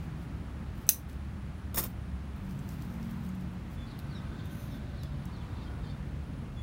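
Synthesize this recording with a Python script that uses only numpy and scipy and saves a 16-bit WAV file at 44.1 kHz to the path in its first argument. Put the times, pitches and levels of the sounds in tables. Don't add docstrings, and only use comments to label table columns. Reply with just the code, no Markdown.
import sys
import numpy as np
from scipy import signal
from scipy.fft import rfft, irfft
from scipy.io import wavfile
from scipy.ndimage import uniform_filter1d

SR = 44100
rng = np.random.default_rng(int(sys.argv[2]) if len(sys.argv) > 2 else 0)


def wav_record(signal):
    frames = np.transpose(np.atleast_2d(signal))
    bounded = np.clip(frames, -1, 1)
    quanta = np.round(bounded * 32767).astype(np.int16)
    wavfile.write(sys.argv[1], SR, quanta)


N = 291942

# t/s, ring peak/dB, centre f/Hz, treble peak/dB, scrape level/dB
TICKS = [(1.096, -46, 4000, -58, -80), (1.098, -49, 7000, -60, -85), (1.114, -52, 5400, -62, -85),
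         (1.13, -53, 8800, -62, -85), (2.3612, -61, 7500, -60, -88), (2.4515, -56, 7500, -58, -76),
         (2.5094, -51, 5650, -56, -69), (2.591, -48, 7500, -63, -75), (2.6903, -41.5, 6500, -42, -69),
         (2.7197, -57, 6500, -47, -66), (2.744, -58, 9500, -51, -76), (2.8221, -47, 5400, -50, -69),
         (2.85, -58, 8000, -55, -85), (2.9025, -54, 5200, -55, -79), (2.9394, -52, 6000, -51, -79),
         (3.029, -46, 5300, -58, -81), (3.056, -62, 9000, -56, -84), (3.111, -56, 9500, -45, -68),
         (3.2494, -49, 4510, -54, -66), (3.2904, -49, 6960, -59, -74), (3.3493, -58, 9000, -52, -77),
         (3.4101, -53, 5000, -54, -69), (3.9905, -40.5, 4020, -41, -81), (3.998, -46, 3800, -49, -83),
         (4.4558, -54, 6500, -52, -80), (5.0338, -36, 4470, -44, -72), (5.255, -47, 6700, -44, -80)]
# f/Hz, relative level per Hz/dB
GRIT_SPECTRUM = [(7000, -18), (8500, -13), (11000, -10), (14000, -7), (15500, -6), (16500, -12)]


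def undb(db):
    return 10 ** (np.asarray(db) / 20)


def unit(x):
    return x / np.sqrt(np.mean(x ** 2))


def coloured(points):
    hz, db = np.transpose(points)
    f = np.maximum(np.fft.rfftfreq(N, 1 / SR), 1)
    gain = undb(np.interp(np.log(f), np.log(hz), db))
    return unit(irfft(rfft(rng.standard_normal(N)) * gain, N))


def band(x, hz, width_hz):
    b, a = signal.iirpeak(hz, hz / width_hz, fs=SR)
    return signal.lfilter(b, a, x)


def curve(rows):
    s, *columns = np.transpose(rows)
    return [np.interp(np.arange(N) / SR, s, column) for column in columns]


def walk(rate_hz):
    hold = int(SR / rate_hz)
    steps = np.repeat(rng.standard_normal(N // hold + 1), hold)
    return 1.43 * uniform_filter1d(uniform_filter1d(steps, hold), hold)[:N]


def decay(s, db, t60, rise=.0002):
    out, t = np.zeros(N), np.arange(SR // 5) / SR
    out[int(s * SR):][:len(t)] = undb(db - 60 * t / t60) * (1 - np.exp(-t / rise))
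    return out


def bump(s, length):
    progress = np.clip((np.arange(N) / SR - s) / length, 0, 1)
    return progress, np.sqrt(np.abs(np.sin(np.pi * progress))) * (progress < 1)


def strokes(rows):
    return sum(undb(db) * bump(s, length)[1] for s, length, db in rows)


def tone(s, length, hz0, hz1, db, wander_hz, bend=1):
    progress, swell = bump(s, length)
    out, on = np.zeros(N), swell > 0
    hz = hz0 + (hz1 - hz0) * progress ** bend + wander_hz
    phase = 2 * np.pi * np.cumsum(hz[on]) / SR
    out[on] = undb(db) * np.sqrt(2) * swell[on] * np.sin(phase)
    return out


def steel(blows, crack, modes, rise, scatter_db):
    t, out = np.arange(SR // 4) / SR, crack.copy()
    rings = np.array([undb(db) * np.exp(-np.pi * width_hz * t) * np.sin(2 * np.pi * hz * t)
                      for hz, width_hz, db in modes])
    chances = rng.standard_normal((len(blows), len(modes)))
    for (s, db, *_), chance in zip(blows, chances):
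        ring = undb(db + scatter_db * chance) @ rings
        out[int(s * SR):][:len(t)] += ring * (1 - np.exp(-t / rise))
    return out


def traffic():
    # f/Hz, relative level per Hz/dB
    spectrum = [(28, -43.5), (40, -7.5), (75, -5.5), (120, -7), (190, -10.5), (280, -17.5), (440, -30.5),
                (1300, -34.5), (2500, -41.5), (4500, -50), (5000, -52.5), (8000, -57.5), (12000, -62.5),
                (15000, -63), (15600, -58)]
    # t/s, rumble level/dB, tyre roar level/dB
    swell = [(0, -39.5, -53.5), (.9, -41.5, -54.5), (1.8, -42.5, -55), (2.6, -40, -54),
             (3.05, -40.5, -52.5), (3.4, -41, -54), (4.3, -40, -53), (5.1, -40, -54.5), (5.5, -39, -53.5),
             (6.62, -40.5, -55)]
    # t/s, firing tone level/dB, its octave level/dB
    idle = [(0, -54, -58), (.3, -43.5, -56), (1.7, -45, -49.5), (2.15, -39, -56.5), (2.5, -52, -48),
            (3.1, -41, -44.5), (4.3, -52, -46.5), (4.75, -43, -50), (5.2, -43, -40), (5.5, -44, -56),
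            (5.85, -46.5, -44), (6.1, -37, -43.5), (6.35, -49, -48.5), (6.62, -32, -50)]
    # t/s, length/s, start f/Hz, end f/Hz, level/dB
    drones = [(-.3, 1.01, 155.9, 161.9, -46), (1.15, 1.13, 197.6, 187.9, -50),
              (2.3, 0.61, 192, 186.1, -47.5), (2.75, .95, 182.9, 176.9, -43), (2.701, 0.8, 226.6, 224, -49),
              (3.55, 1.45, 228.6, 224.2, -54.5)]
    idle_hz = 69.87
    rumble_db, roar_db = curve(swell)
    far = coloured(spectrum)
    low = signal.sosfiltfilt(signal.butter(2, 400, fs=SR, output="sos"), far)
    out = unit(low) * undb(rumble_db) + unit(far - low) * undb(roar_db)
    for harmonic, db in enumerate(curve(idle), 1):
        level = undb(db + 2.7 * walk(8.8))
        hz = harmonic * idle_hz * (1 + .02004 * walk(12))
        out = out + level * np.sin(2 * np.pi * np.cumsum(hz) / SR)
    return out + sum(undb(2.7 * walk(8)) * tone(*row, 2.5 * walk(12)) for row in drones)


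def insects():
    hz, width_hz, level_db = 9700, 1000, -79
    hiss = band(band(rng.standard_normal(N), hz, width_hz), hz, width_hz)
    return unit(hiss) * undb(level_db + 1.4 * walk(22))


def rubbing():
    # t/s, length/s, level/dB
    rub = [(0, .065, -69), (.165, .12, -73), (.74, 0.11, -67.5), (1.08, .1, -72), (1.566, .04, -78),
           (2.35, 1.0, -70), (3.7, .06, -64)]
    # t/s, length/s, level/dB
    slide = [(4.438, 0.046, -64.5), (4.489, .2, -58), (4.66, .13, -64.5)]
    # f/Hz, relative level per Hz/dB
    skin_spectrum = [(4500, -14), (6300, -1), (8200, -17), (9500, -1), (11000, -4), (12300, -10),
                     (13300, -1), (14500, 4), (15500, -8), (16500, -4)]
    scrape_length_s, scrape_lead_s = .046, .02
    scrape_low_db, rub_low_db = -3.5, -6
    slips = undb(1.7 * walk(150))
    high = coloured(GRIT_SPECTRUM)
    low = unit(band(rng.standard_normal(N), 4800, 3000))
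    scrapes = strokes([(s - scrape_lead_s, scrape_length_s, db) for s, *_, db in TICKS])
    grit = scrapes * (high + undb(scrape_low_db) * low)
    grit = grit + strokes(rub) * (high + undb(rub_low_db) * low)
    return slips * (grit + coloured(skin_spectrum) * strokes(slide))


def far_calls():
    # t/s, length/s, f/Hz, width/Hz, level/dB
    blurred = [(4.0, .66, 1530, 70, -65), (4.7, .3, 1540, 60, -66), (4.05, .4, 1260, 50, -66),
               (5.6, .24, 1455, 40, -65), (5.6, .22, 725, 40, -61), (3.8, 2.2, 3700, 1400, -68),
               (4.35, 1.0, 585, 50, -61), (5.3, 1.3, 520, 140, -61), (0, .95, 1230, 300, -65),
               (5.1, 1.0, 950, 500, -59.5), (5.25, .2, 1205, 40, -63)]
    noise = rng.standard_normal(N)
    bands = sum(undb(db) * bump(s, length)[1] * unit(band(band(noise, hz, width_hz), hz, width_hz))
                for s, length, hz, width_hz, db in blurred)
    whine = tone(s=3.93, length=.75, hz0=1505, hz1=1530, db=-64, wander_hz=14 * walk(25))
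    return bands + whine


def snips():
    # f/Hz, width/Hz, level against the blow/dB
    blades = [(2630, 35, -36), (2736, 28, -42), (4070, 160, -24.5), (5800, 200, -24.5), (6106, 190, -12.5),
              (8000, 155, -11), (8460, 59, -30.5), (9950, 120, -17), (11100, 60, -35.5), (11606, 60, -17),
              (12300, 100, -23), (12470, 150, -22.5), (13400, 92.5, -29), (14700, 60, -30),
              (15100, 100, -16.5), (15550, 75, -21.5)]
    # f/Hz, relative level per Hz/dB
    snap_spectrum = [(300, -34), (600, -29.5), (1500, -23.5), (2600, -17), (3400, -20.5), (5000, -18),
                     (6100, -9.5), (6900, -16), (9100, -12), (11800, -5), (14000, -10), (15200, -4),
                     (16500, -1.5)]
    # t/s, peak/dB
    opening = [(1.092, -49), (1.131, -53)]
    bite_s, bite_db, creak_gap_s, creak_db = .8675, -40.5, .0063, -45
    snap_s, snap_db, crack_t60_s = .8901, -5, .011
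    chatter_gap_s, chatter_stretch, chatter_db_per_s = .0012, 1.5, -2200
    blows = [(bite_s, bite_db)] + [(bite_s + k * creak_gap_s, creak_db) for k in (1, 2)]
    late = np.cumsum(chatter_gap_s * chatter_stretch ** np.arange(5))
    blows += [(snap_s + s, snap_db + chatter_db_per_s * s) for s in (0, *late)]
    envelope = sum(decay(s, db, crack_t60_s) for s, db in blows + opening)
    shiver = decay(snap_s, -20.5, t60=.15, rise=.003)
    crack = (envelope + shiver) * coloured(snap_spectrum)
    return steel(blows, crack, blades, rise=.0003, scatter_db=4)


def ticks():
    tick_t60_s, treble_t60_s = .013, .0082
    ring_width = .3
    turn_s, turn_length_s, grains_per_s = 2.35, 1.25, 32
    softest_grain_db, grain_t60_s = -61, .006
    noise, grit = rng.standard_normal(N), coloured(GRIT_SPECTRUM)
    when, size = rng.random((int(grains_per_s * turn_length_s), 2)).T
    grains = sum(decay(turn_s + turn_length_s * u, softest_grain_db - 2.5 * np.log(e), grain_t60_s)
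                 for u, e in zip(when, size))
    treble = sum(decay(s, treble_db, treble_t60_s) for s, _, _, treble_db, _ in TICKS)
    rings = sum(band(decay(s, db, tick_t60_s) * noise, hz, ring_width * hz) for s, db, hz, *_ in TICKS)
    return (grains + treble) * grit + rings / np.sqrt(ring_width)


def drop():
    # t/s, peak/dB, thud peak/dB
    landings = [(1.7435, -35, -36), (1.7575, -31, -52), (1.7695, -32, -31.5), (1.7735, -33, -30.5),
                (1.778, -28, -34.5), (1.7835, -24.5, -47), (1.789, -28, -36.5), (1.794, -37, -36),
                (1.799, -35, -48), (1.806, -37, -37.5), (1.818, -44, -49), (1.827, -38, -40),
                (1.8365, -32, -36.5), (1.851, -48, -39.5), (1.862, -47, -50)]
    # f/Hz, width/Hz, level against the blow/dB
    handles = [(3640, 55, -16), (5390, 85, -8), (6900, 45, -12), (8350, 110, -8), (8750, 70, -12),
               (9450, 60, -14), (10300, 100, -13), (10950, 90, -10), (12350, 90, -8), (12630, 75, -5),
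               (13070, 60, -5), (13880, 100, -7), (14830, 80, -7), (15010, 70, -5), (15170, 60, 2),
               (15330, 80, -5)]
    # f/Hz, relative level per Hz/dB
    rattle_spectrum = [(900, -40), (1500, -32), (3300, -23), (5300, -7.5), (7500, -11), (10000, -4.5),
                       (13000, -1), (15200, 1), (16500, -2)]
    # f/Hz, relative level per Hz/dB
    thud_spectrum = [(150, 5.5), (330, -0.5), (520, 3), (750, -1.5), (1200, 1.5), (1600, -9.5), (2000, -3),
                     (2600, -9), (4000, -10.5)]
    rebound_gap_s, rebound_db = .005, -10
    rattle_db, knock_t60_s, thud_t60_s = -1, .03, .04
    gaps = rebound_gap_s * (1 + .14 * rng.standard_normal((len(landings), 2)))
    late = np.cumsum(gaps, axis=1)
    knocks = landings + [(s + late[i, k], db + (k + 1) * rebound_db, thud_db + (k + 1) * rebound_db)
                         for i, (s, db, thud_db) in enumerate(landings) for k in (0, 1)]
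    rattle = sum(decay(s, db + rattle_db, knock_t60_s, rise=.0008) for s, db, _ in knocks)
    thud = sum(decay(s, db, thud_t60_s, rise=.00096) for s, _, db in knocks)
    ringing = steel(knocks, rattle * coloured(rattle_spectrum), handles, rise=.0013, scatter_db=3)
    return ringing + thud * coloured(thud_spectrum)


def birds():
    # t/s, length/s, start f/Hz, end f/Hz, level/dB, bend (under 1 falls early, over 1 late)
    falls = [(3.865, .03, 4800, 3700, -66, 1), (3.89, .035, 5000, 4000, -66, .8),
             (3.91, .045, 4300, 3400, -65, .6), (4.105, .05, 4650, 3600, -63, 1),
             (4.132, .075, 4700, 3400, -61.5, .45), (4.13, .07, 5750, 5050, -70, .7),
             (4.16, .04, 5950, 5250, -70, .8), (4.69, .055, 4200, 3350, -67, .6),
             (4.715, .085, 4200, 3250, -65, .5), (4.7, .045, 5550, 5100, -70.5, 1),
             (4.965, .05, 4450, 3500, -63, 1.8), (5.003, .075, 4400, 3250, -63.5, .45),
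             (4.99, .04, 5600, 5150, -71, 1), (5.045, .035, 5300, 4850, -71, 1),
             (5.32, .075, 4600, 3100, -63.5, 1.8), (5.39, .045, 3800, 2950, -65, 1),
             (5.36, .03, 5900, 5400, -74, 1), (5.885, .035, 4900, 4050, -65, 1),
             (5.62, .04, 5600, 5050, -72, 1)]
    # t/s, length/s, start f/Hz, end f/Hz, level/dB
    notes = [(3.775, .085, 3480, 3450, -59), (4.085, .04, 4620, 4580, -67), (4.33, .12, 3260, 3230, -67.5),
             (4.32, .05, 3580, 3540, -67), (4.385, .05, 3600, 3560, -66), (4.445, .035, 3700, 3450, -63),
             (4.49, .025, 3250, 3200, -67), (5.5, .03, 3700, 3550, -68), (5.555, .05, 3600, 3550, -67),
             (5.615, .035, 3750, 3500, -63), (5.66, .04, 3250, 3100, -66.5), (5.83, .035, 3800, 3450, -64),
             (5.85, .03, 3200, 3100, -66), (5.885, .045, 3650, 3500, -62), (6.56, .07, 3420, 3400, -60)]
    # t/s, length/s, level/dB
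    churrs = [(3.86, .1, -63.5), (4.36, .08, -67), (5.55, .12, -65.5), (5.83, .11, -64.5)]
    clear_hz, hoarse_hz = 45, 450
    churr_hz, churr_sag, overtone_db = 4300, .95, -18
    flutter = walk(600)
    chirps = sum(tone(s, length, hz0, hz1, db, clear_hz * flutter, bend)
                 for s, length, hz0, hz1, db, bend in falls)
    whistles = sum(tone(s, length, k * hz0, k * hz1, db + relative_db, clear_hz / 2 * flutter)
                   for s, length, hz0, hz1, db in notes for k, relative_db in ((1, 0), (2, overtone_db)))
    hoarse = sum(tone(s, length, churr_hz, churr_sag * churr_hz, db, hoarse_hz * flutter)
                 for s, length, db in churrs)
    return (chirps + whistles + hoarse) * undb(2.2 * walk(130) - .5)


def yard(x, tail_db):
    t60_s = .175
    t = np.arange(SR // 3) / SR
    tail = rng.standard_normal(len(t)) * undb(-60 * t / t60_s) * (t > .004)
    tail = tail / np.sqrt(np.sum(tail ** 2))
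    return x + undb(tail_db) * signal.fftconvolve(x, tail)[:N]


def scene():
    near = yard(snips() + ticks() + drop(), tail_db=-10)
    far = yard(far_calls() + birds(), tail_db=-6)
    return (near + far + rubbing() + traffic() + insects())[None]


def record(dry):
    recovery_s, knee_db, top_hz = .12, -25.5, 15750
    keep = np.exp(-1 / (recovery_s * SR))
    power = signal.lfilter([1 - keep], [1, -keep], dry ** 2)
    gain = (1 + power / undb(knee_db) ** 2) ** -.25
    return signal.sosfilt(signal.ellip(10, .2, 70, top_hz, fs=SR, output="sos"), dry * gain)


dry = scene()
out = record(dry)
wav_record(out)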